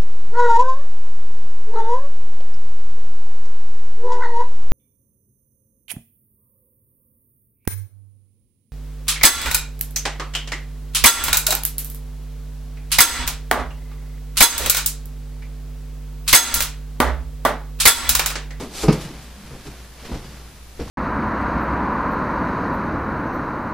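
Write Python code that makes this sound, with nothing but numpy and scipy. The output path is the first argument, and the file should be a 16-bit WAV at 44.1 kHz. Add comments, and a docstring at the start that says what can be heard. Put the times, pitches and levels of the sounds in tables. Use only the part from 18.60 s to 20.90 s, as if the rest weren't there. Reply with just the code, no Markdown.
"""Ventilation hum and a faint electrical whine fill a small room. Someone rises from a padded
office chair: upholstery rubs, a coat swishes and the chair gives a hollow knock.
Unloaded, it strikes its stop, which rings its modes and rattles its fittings.
Then soft steps cross the carpet; the floor knocks and rings underfoot while the clothes
rustle and the shoes squeak."""
import sys
import numpy as np
from scipy import signal
from scipy.fft import rfft, irfft
from scipy.io import wavfile

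SR = 44100
rng = np.random.default_rng(int(sys.argv[2]) if len(sys.argv) > 2 else 0)


def log_audio(samples):
    """Write samples as a 16-bit WAV file to the path given in sys.argv[1]."""
    # one column per channel
    frames = np.atleast_2d(samples).T
    # limit to full scale, then quantise
    limited = np.clip(frames, -1, 1)
    pcm = np.round(limited * 32767).astype(np.int16)
    wavfile.write(sys.argv[1], SR, pcm)


N = 101429
TIME = np.arange(N) / SR


def amp(db):
    """Amplitude ratio of a level in decibels."""
    return 10 ** (np.asarray(db) / 20)


def unit(x):
    """Normalisation to rms 1."""
    return x / np.sqrt(np.mean(x ** 2) + 1e-20)


def read(points, hz):
    """Interpolation on a log-frequency axis."""
    f, value = np.transpose(points)
    return np.interp(np.log(hz + 1), np.log(f + 1), value)


def colour(x, spectrum):
    """Zero-phase filtering by a table of (frequency [Hz], gain [dB])."""
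    return irfft(rfft(x) * amp(read(spectrum, np.fft.rfftfreq(N, 1 / SR))), N)


def spread(mid, side):
    """Spatial coherence: two close microphones are alike in the bass, apart in the treble."""
    # side against mid (frequency [Hz], gain [dB])
    width = [(50, -27), (300, -32), (650, -20.5), (1300, -18), (2600, -16), (5000, -6), (9000, -1.5),
             (15000, 0.5)]
    side = colour(side, width)
    return np.array([mid + side, mid - side])


def noise(spectrum):
    """Filtered Gaussian noise in stereo, of rms 1."""
    return unit(spread(*colour(rng.standard_normal((2, N)), spectrum)))


def drift(hz):
    """Low-pass noise: a random wander of rms 1."""
    low_pass = np.exp(-(np.fft.rfftfreq(N, 1 / SR) / hz) ** 2)
    return unit(irfft(rfft(rng.standard_normal(N)) * low_pass, N))


def friction(spectrum):
    """Friction noise: fibres make dense tiny slips of uneven size that come in clumps."""
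    slips_per_s, spread_db, flutter_db = 14000, 2.5, 0.54
    size = amp(spread_db * np.minimum(rng.exponential(1, N), 3))
    slips = rng.standard_normal((2, N)) * size * (rng.random(N) < slips_per_s / SR)
    flutter = amp(flutter_db * drift(hz=71.6))
    return unit(spread(*colour(slips * flutter, spectrum)))


def strokes(rows):
    """Envelope in which Gaussian swells with exponential decays add in power."""
    power = 0
    for peak, db, rise, fall in rows:
        exponent = np.where(TIME < peak, ((TIME - peak) / rise) ** 2, (TIME - peak) / fall)
        power += (amp(db) * np.exp(-exponent)) ** 2
    return np.sqrt(power)


def blow(start, rise_s, t60_s):
    """Envelope of a cushioned impact: soft rise, then exponential decay."""
    t = np.maximum(TIME - start, 0)
    attack = np.sin(np.pi / 2 * np.minimum(t / rise_s, 1))
    return attack * amp(-60 * np.maximum(t - rise_s, 0) / t60_s)


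def ring(modes, start, rise_s):
    """Modal superposition: damped sinusoids pushed into motion at one moment."""
    return -sum(amp(db) * blow(start, rise_s, t60) * np.sin(2 * np.pi * hz * (TIME - start))
                for hz, db, t60 in modes)


def room_tone():
    """Broadband ventilation noise, with hum and whine under random narrowband modulation."""
    # ventilation spectrum (frequency [Hz], level [dB])
    air = [(20, 1.5), (40, -8), (62, -18), (100, -7), (135, -11), (220, -14), (330, -32), (620, -37),
           (1200, -28.5), (3600, -36.5), (8800, -59), (15000, -54)]
    # hum and electrical whine (frequency [Hz], rms level [dB], waver depth [ratio])
    tones = [(59.2, -42.5, .45), (10191, -70, .3), (10250, -66, .15), (12209, -72, .5)]
    out = amp(-47.5) * noise(air)
    for hz, db, depth in tones:
        waver = 1 + depth * (drift(hz=10) + 1j * drift(hz=10))
        out += amp(db) * unit((waver * np.exp(2j * np.pi * hz * TIME)).real)
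    return out


def cloth():
    """Sliding friction gives dull rubbing, bright coat swishes and the rustle of walking."""
    # upholstery and shoes rubbing under load (peak time [s], level [dB], rise [s], fall [s])
    rubs = [(.008, -28.5, 0.023, 0.056), (.21, -42.5, 0.15, 0.15), (.41, -38, 0.077, 0.051),
            (.5, -39, 0.026, 0.046), (1.075, -37, 0.014, 0.019), (1.455, -42, 0.0056, 0.04),
            (1.497, -36, 0.014, 0.076)]
    # coat swishes close by (peak time [s], level [dB], rise [s], fall [s])
    swishes = [(.012, -39, 0.02, 0.048), (.19, -32, 0.056, 0.043), (.238, -28.5, 0.042, 0.018),
               (.329, -27.5, 0.0056, 0.01), (.42, -37, 0.02, .03), (.63, -48.5, 0.014, .02),
               (1.075, -45, 0.029, 0.012)]
    # envelope of the clothes' rustle (time [s], level [dB])
    walk = [(0, -52), (.35, -36), (.5, -40.5), (.73, -46.5), (.9, -44.5), (1.17, -44.5), (1.32, -49),
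            (1.45, -41), (1.56, -47), (1.62, -44), (1.8, -44.5), (1.98, -50), (2.15, -49.5), (2.3, -42.5)]
    # spectra of the three kinds of friction (frequency [Hz], level [dB])
    rub_spectrum = [(50, -8), (130, -9.5), (230, 3.5), (420, 0.5), (600, -11.5), (850, -9), (1500, -18.5),
                    (4000, -22), (15000, -51)]
    swish_spectrum = [(150, -26), (500, -0.5), (1700, -3), (2600, -2), (4900, 0), (7500, -3.5), (10500, -8),
                      (15000, -18)]
    rustle_spectrum = [(60, -15), (140, 15), (230, 11), (400, 6), (800, 3.5), (2000, 0), (5000, -3.5),
                       (8000, -12), (15000, -21.5)]
    rubbing = strokes(rubs) * friction(rub_spectrum)
    swishing = strokes(swishes) * friction(swish_spectrum)
    rustling = amp(np.interp(TIME, *np.transpose(walk))) * friction(rustle_spectrum)
    return rubbing + swishing + rustling


def chair():
    """Impacts excite the modes of frame and fittings; the floor rumbles as the weight shifts."""
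    # knocks (time [s], level [dB], deep ring gain [dB], fittings gain [dB])
    knocks = [(.016, -31.5, -2, 11.5), (.229, -16.5, -11.5, 7), (.238, -10, -14, -7), (0.2795, -2, 1, 3),
              (0.324, -18, 0, 6)]
    # chair modes (frequency [Hz], level [dB], T60 [s])
    modes = [(162.7, -0.5, 0.049), (136, -26, 0.21), (226.3, -14.5, 0.28), (287.8, -13, 0.12),
             (318.6, -11, 0.14), (422.7, -10, 0.1), (509, -25, 0.31), (584, -24, 0.059), (645, -27, 0.2),
             (827, -32, 0.17), (1054, -39, 0.18), (1258, -30, 0.18), (2560, -40, 0.085), (5300, -49, 0.11)]
    # shifts of weight (peak time [s], level [dB], rise [s], fall [s])
    shifts = [(.295, -22, 0.043, 0.041), (.57, -40, 0.081, 0.045)]
    # spectra of the fittings' rattle and the floor's rumble (frequency [Hz], level [dB])
    rattle_spectrum = [(100, -16), (300, 8.5), (750, 1), (1250, -3), (1700, -11.5), (2300, -6),
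                       (3200, -19.5), (5100, -13), (7500, -30), (15000, -53)]
    rumble_spectrum = [(18, -9), (35, -12), (53, 3), (70, -13), (100, -28), (400, -53), (15000, -90)]
    deep_modes, frame_modes, fitting_modes = modes[:3], modes[3:7], modes[7:]
    swell_s, rattle_rise_s = 0.014, 0.0067
    rattle = amp(-19) * noise(rattle_spectrum)
    out = strokes(shifts) * noise(rumble_spectrum)
    for start, db, deep_db, fittings_db in knocks:
        body = amp(deep_db) * ring(deep_modes, start, swell_s) + ring(frame_modes, start, swell_s)
        fittings = ring(fitting_modes, start, rattle_rise_s)
        rattling = blow(start, rattle_rise_s, t60_s=0.19) * rattle
        out += amp(db) * (body + amp(fittings_db) * (fittings + rattling))
    return out


def rough_tones():
    """Narrowband noise bursts: hollow knocks, floor boom and ring, a faint hum, high shoe squeaks."""
    # short tones (peak time [s], pitch [Hz], bandwidth [Hz], level [dB], rise [s], fall [s])
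    bursts = [(0.035, 243.4, 32.41, -31, .007, 0.015), (0.236, 740, 129, -27, 0.0071, 0.02),
              (.83, 207.2, 28, -49, 0.12, 0.11), (1.085, 140.6, 25, -39, 0.013, 0.017),
              (1.653, 4750, 120, -51, .008, 0.023), (2.208, 293.7, 24.84, -32, 0.0073, 0.015),
              (2.206, 5520, 118.8, -48, 0.0037, 0.026), (2.217, 493, 23.76, -30.5, 0.0083, 0.0066),
              (2.224, 713, 23.15, -43.5, 0.012, 0.011), (2.278, 1030, 200, -39.5, .003, 0.0041)]
    out = np.zeros(N)
    for peak, hz, bandwidth, db, rise, fall in bursts:
        tone = (drift(bandwidth) + 1j * drift(bandwidth)) * np.exp(2j * np.pi * hz * TIME)
        compressed = tone / (abs(tone) + 1)
        out += strokes([(peak, db, rise, fall)]) * unit(compressed.real)
    return out


def footsteps():
    """Cushioned impacts: each footfall drives the floor's modes, thuds and scuffs the carpet pile."""
    # footfalls, heel then sole (time [s], boom [dB], thud [dB], scuff [dB], board pitch [Hz])
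    steps = [(0.906, -33.5, -34, -65, 130.6), (0.939, -58, -41.5, -73, 131), (1.067, -62, -36, -53, 140),
             (1.444, -51, -41, -40.5, 140), (1.513, -25.5, -27, -43, 138.7), (1.54, -36, -34, -42, 139),
             (1.644, -43.5, -40.5, -44.5, 140), (2.191, -29, -26, -42.5, 94),
             (2.2051, -27.5, -42, -52, 90.5), (2.27, -34, -47, -47, 94)]
    # modes of the whole floor (frequency [Hz], level [dB], T60 [s])
    floor_modes = [(27.2, -2.5, 0.4), (59.8, 1, 0.15)]
    # spectra of the carpet's thud and scuff (frequency [Hz], level [dB])
    thud_spectrum = [(60, 3.5), (135, -1.5), (220, 1), (330, -2.5), (500, -1.5), (640, -11), (850, -12.5),
                     (1500, -22), (4000, -39), (15000, -69)]
    scuff_spectrum = [(200, -27), (900, 4.5), (2800, 1.5), (5300, -3), (8000, -10.5), (15000, -24)]
    board_db, board_t60_s = -3, 0.17
    thud, scuff = noise(thud_spectrum), friction(scuff_spectrum)
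    out = np.zeros((2, N))
    for start, boom_db, thud_db, scuff_db, board_hz in steps:
        modes = [*floor_modes, (board_hz, board_db, board_t60_s)]
        out += amp(boom_db) * ring(modes, start, rise_s=0.02)
        out += amp(thud_db) * blow(start, rise_s=0.005, t60_s=0.21) * thud
        out += amp(scuff_db) * blow(start, rise_s=0.012, t60_s=0.22) * scuff
    return out


def office(x):
    """Diffuse reverberation: convolution with noise whose bands each decay at their own rate."""
    # reverberation time (frequency [Hz], T60 [s])
    decay = [(60, 0.67), (200, 0.24), (1000, 0.17), (5000, 0.087), (15000, 0.2)]
    # colour of the reflections, weak in the bass (frequency [Hz], gain [dB])
    reflections = [(40, -3), (150, 2.5), (300, -3), (15000, 6.5)]
    build_up_s, wet_db = 0.011, -11.5
    hz, t, bands = signal.stft(rng.standard_normal((2, SR // 2)), SR, nperseg=256)
    tail = signal.istft(bands * amp(-60 * t / read(decay, hz)[:, None]), SR)[1]
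    tail *= np.minimum(TIME[:tail.shape[1]] / build_up_s, 1) ** 2
    sent = colour(x.mean(0), reflections)
    wet = signal.fftconvolve(sent[None], tail / np.linalg.norm(tail[0]), axes=1)[:, :N]
    return amp(wet_db) * spread(*wet)


def scene():
    """Superposition of direct sound, reverberation and the room's steady tone."""
    knocks = chair()
    walker = footsteps() + cloth() + rough_tones()
    # the chair is close: less of it arrives by way of the walls
    reverberation = office(amp(-3.5) * knocks + walker)
    return knocks + walker + reverberation + room_tone()


def record(dry):
    """Microphone self-noise, soft saturation of the highest peaks and a low-pass band limit."""
    # hiss, independent in each channel (frequency [Hz], level [dB])
    hiss = [(20, 7), (150, 6), (350, -0.5), (700, 2), (1500, 0.5), (3000, -1.5), (6000, -0.5),
            (10000, -3.5), (15000, -6.5)]
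    hiss_db, ceiling, edge_hz = -50, 0.97, 15200
    x = dry + amp(hiss_db) * unit(colour(rng.standard_normal((2, N)), hiss))
    rounded = x / (1 + (x / ceiling) ** 8) ** (1 / 8)
    low_pass = signal.firwin(511, edge_hz, window=("kaiser", 9), fs=SR)
    return signal.oaconvolve(rounded, low_pass[None], "same")


dry = scene()
out = record(dry)
log_audio(out)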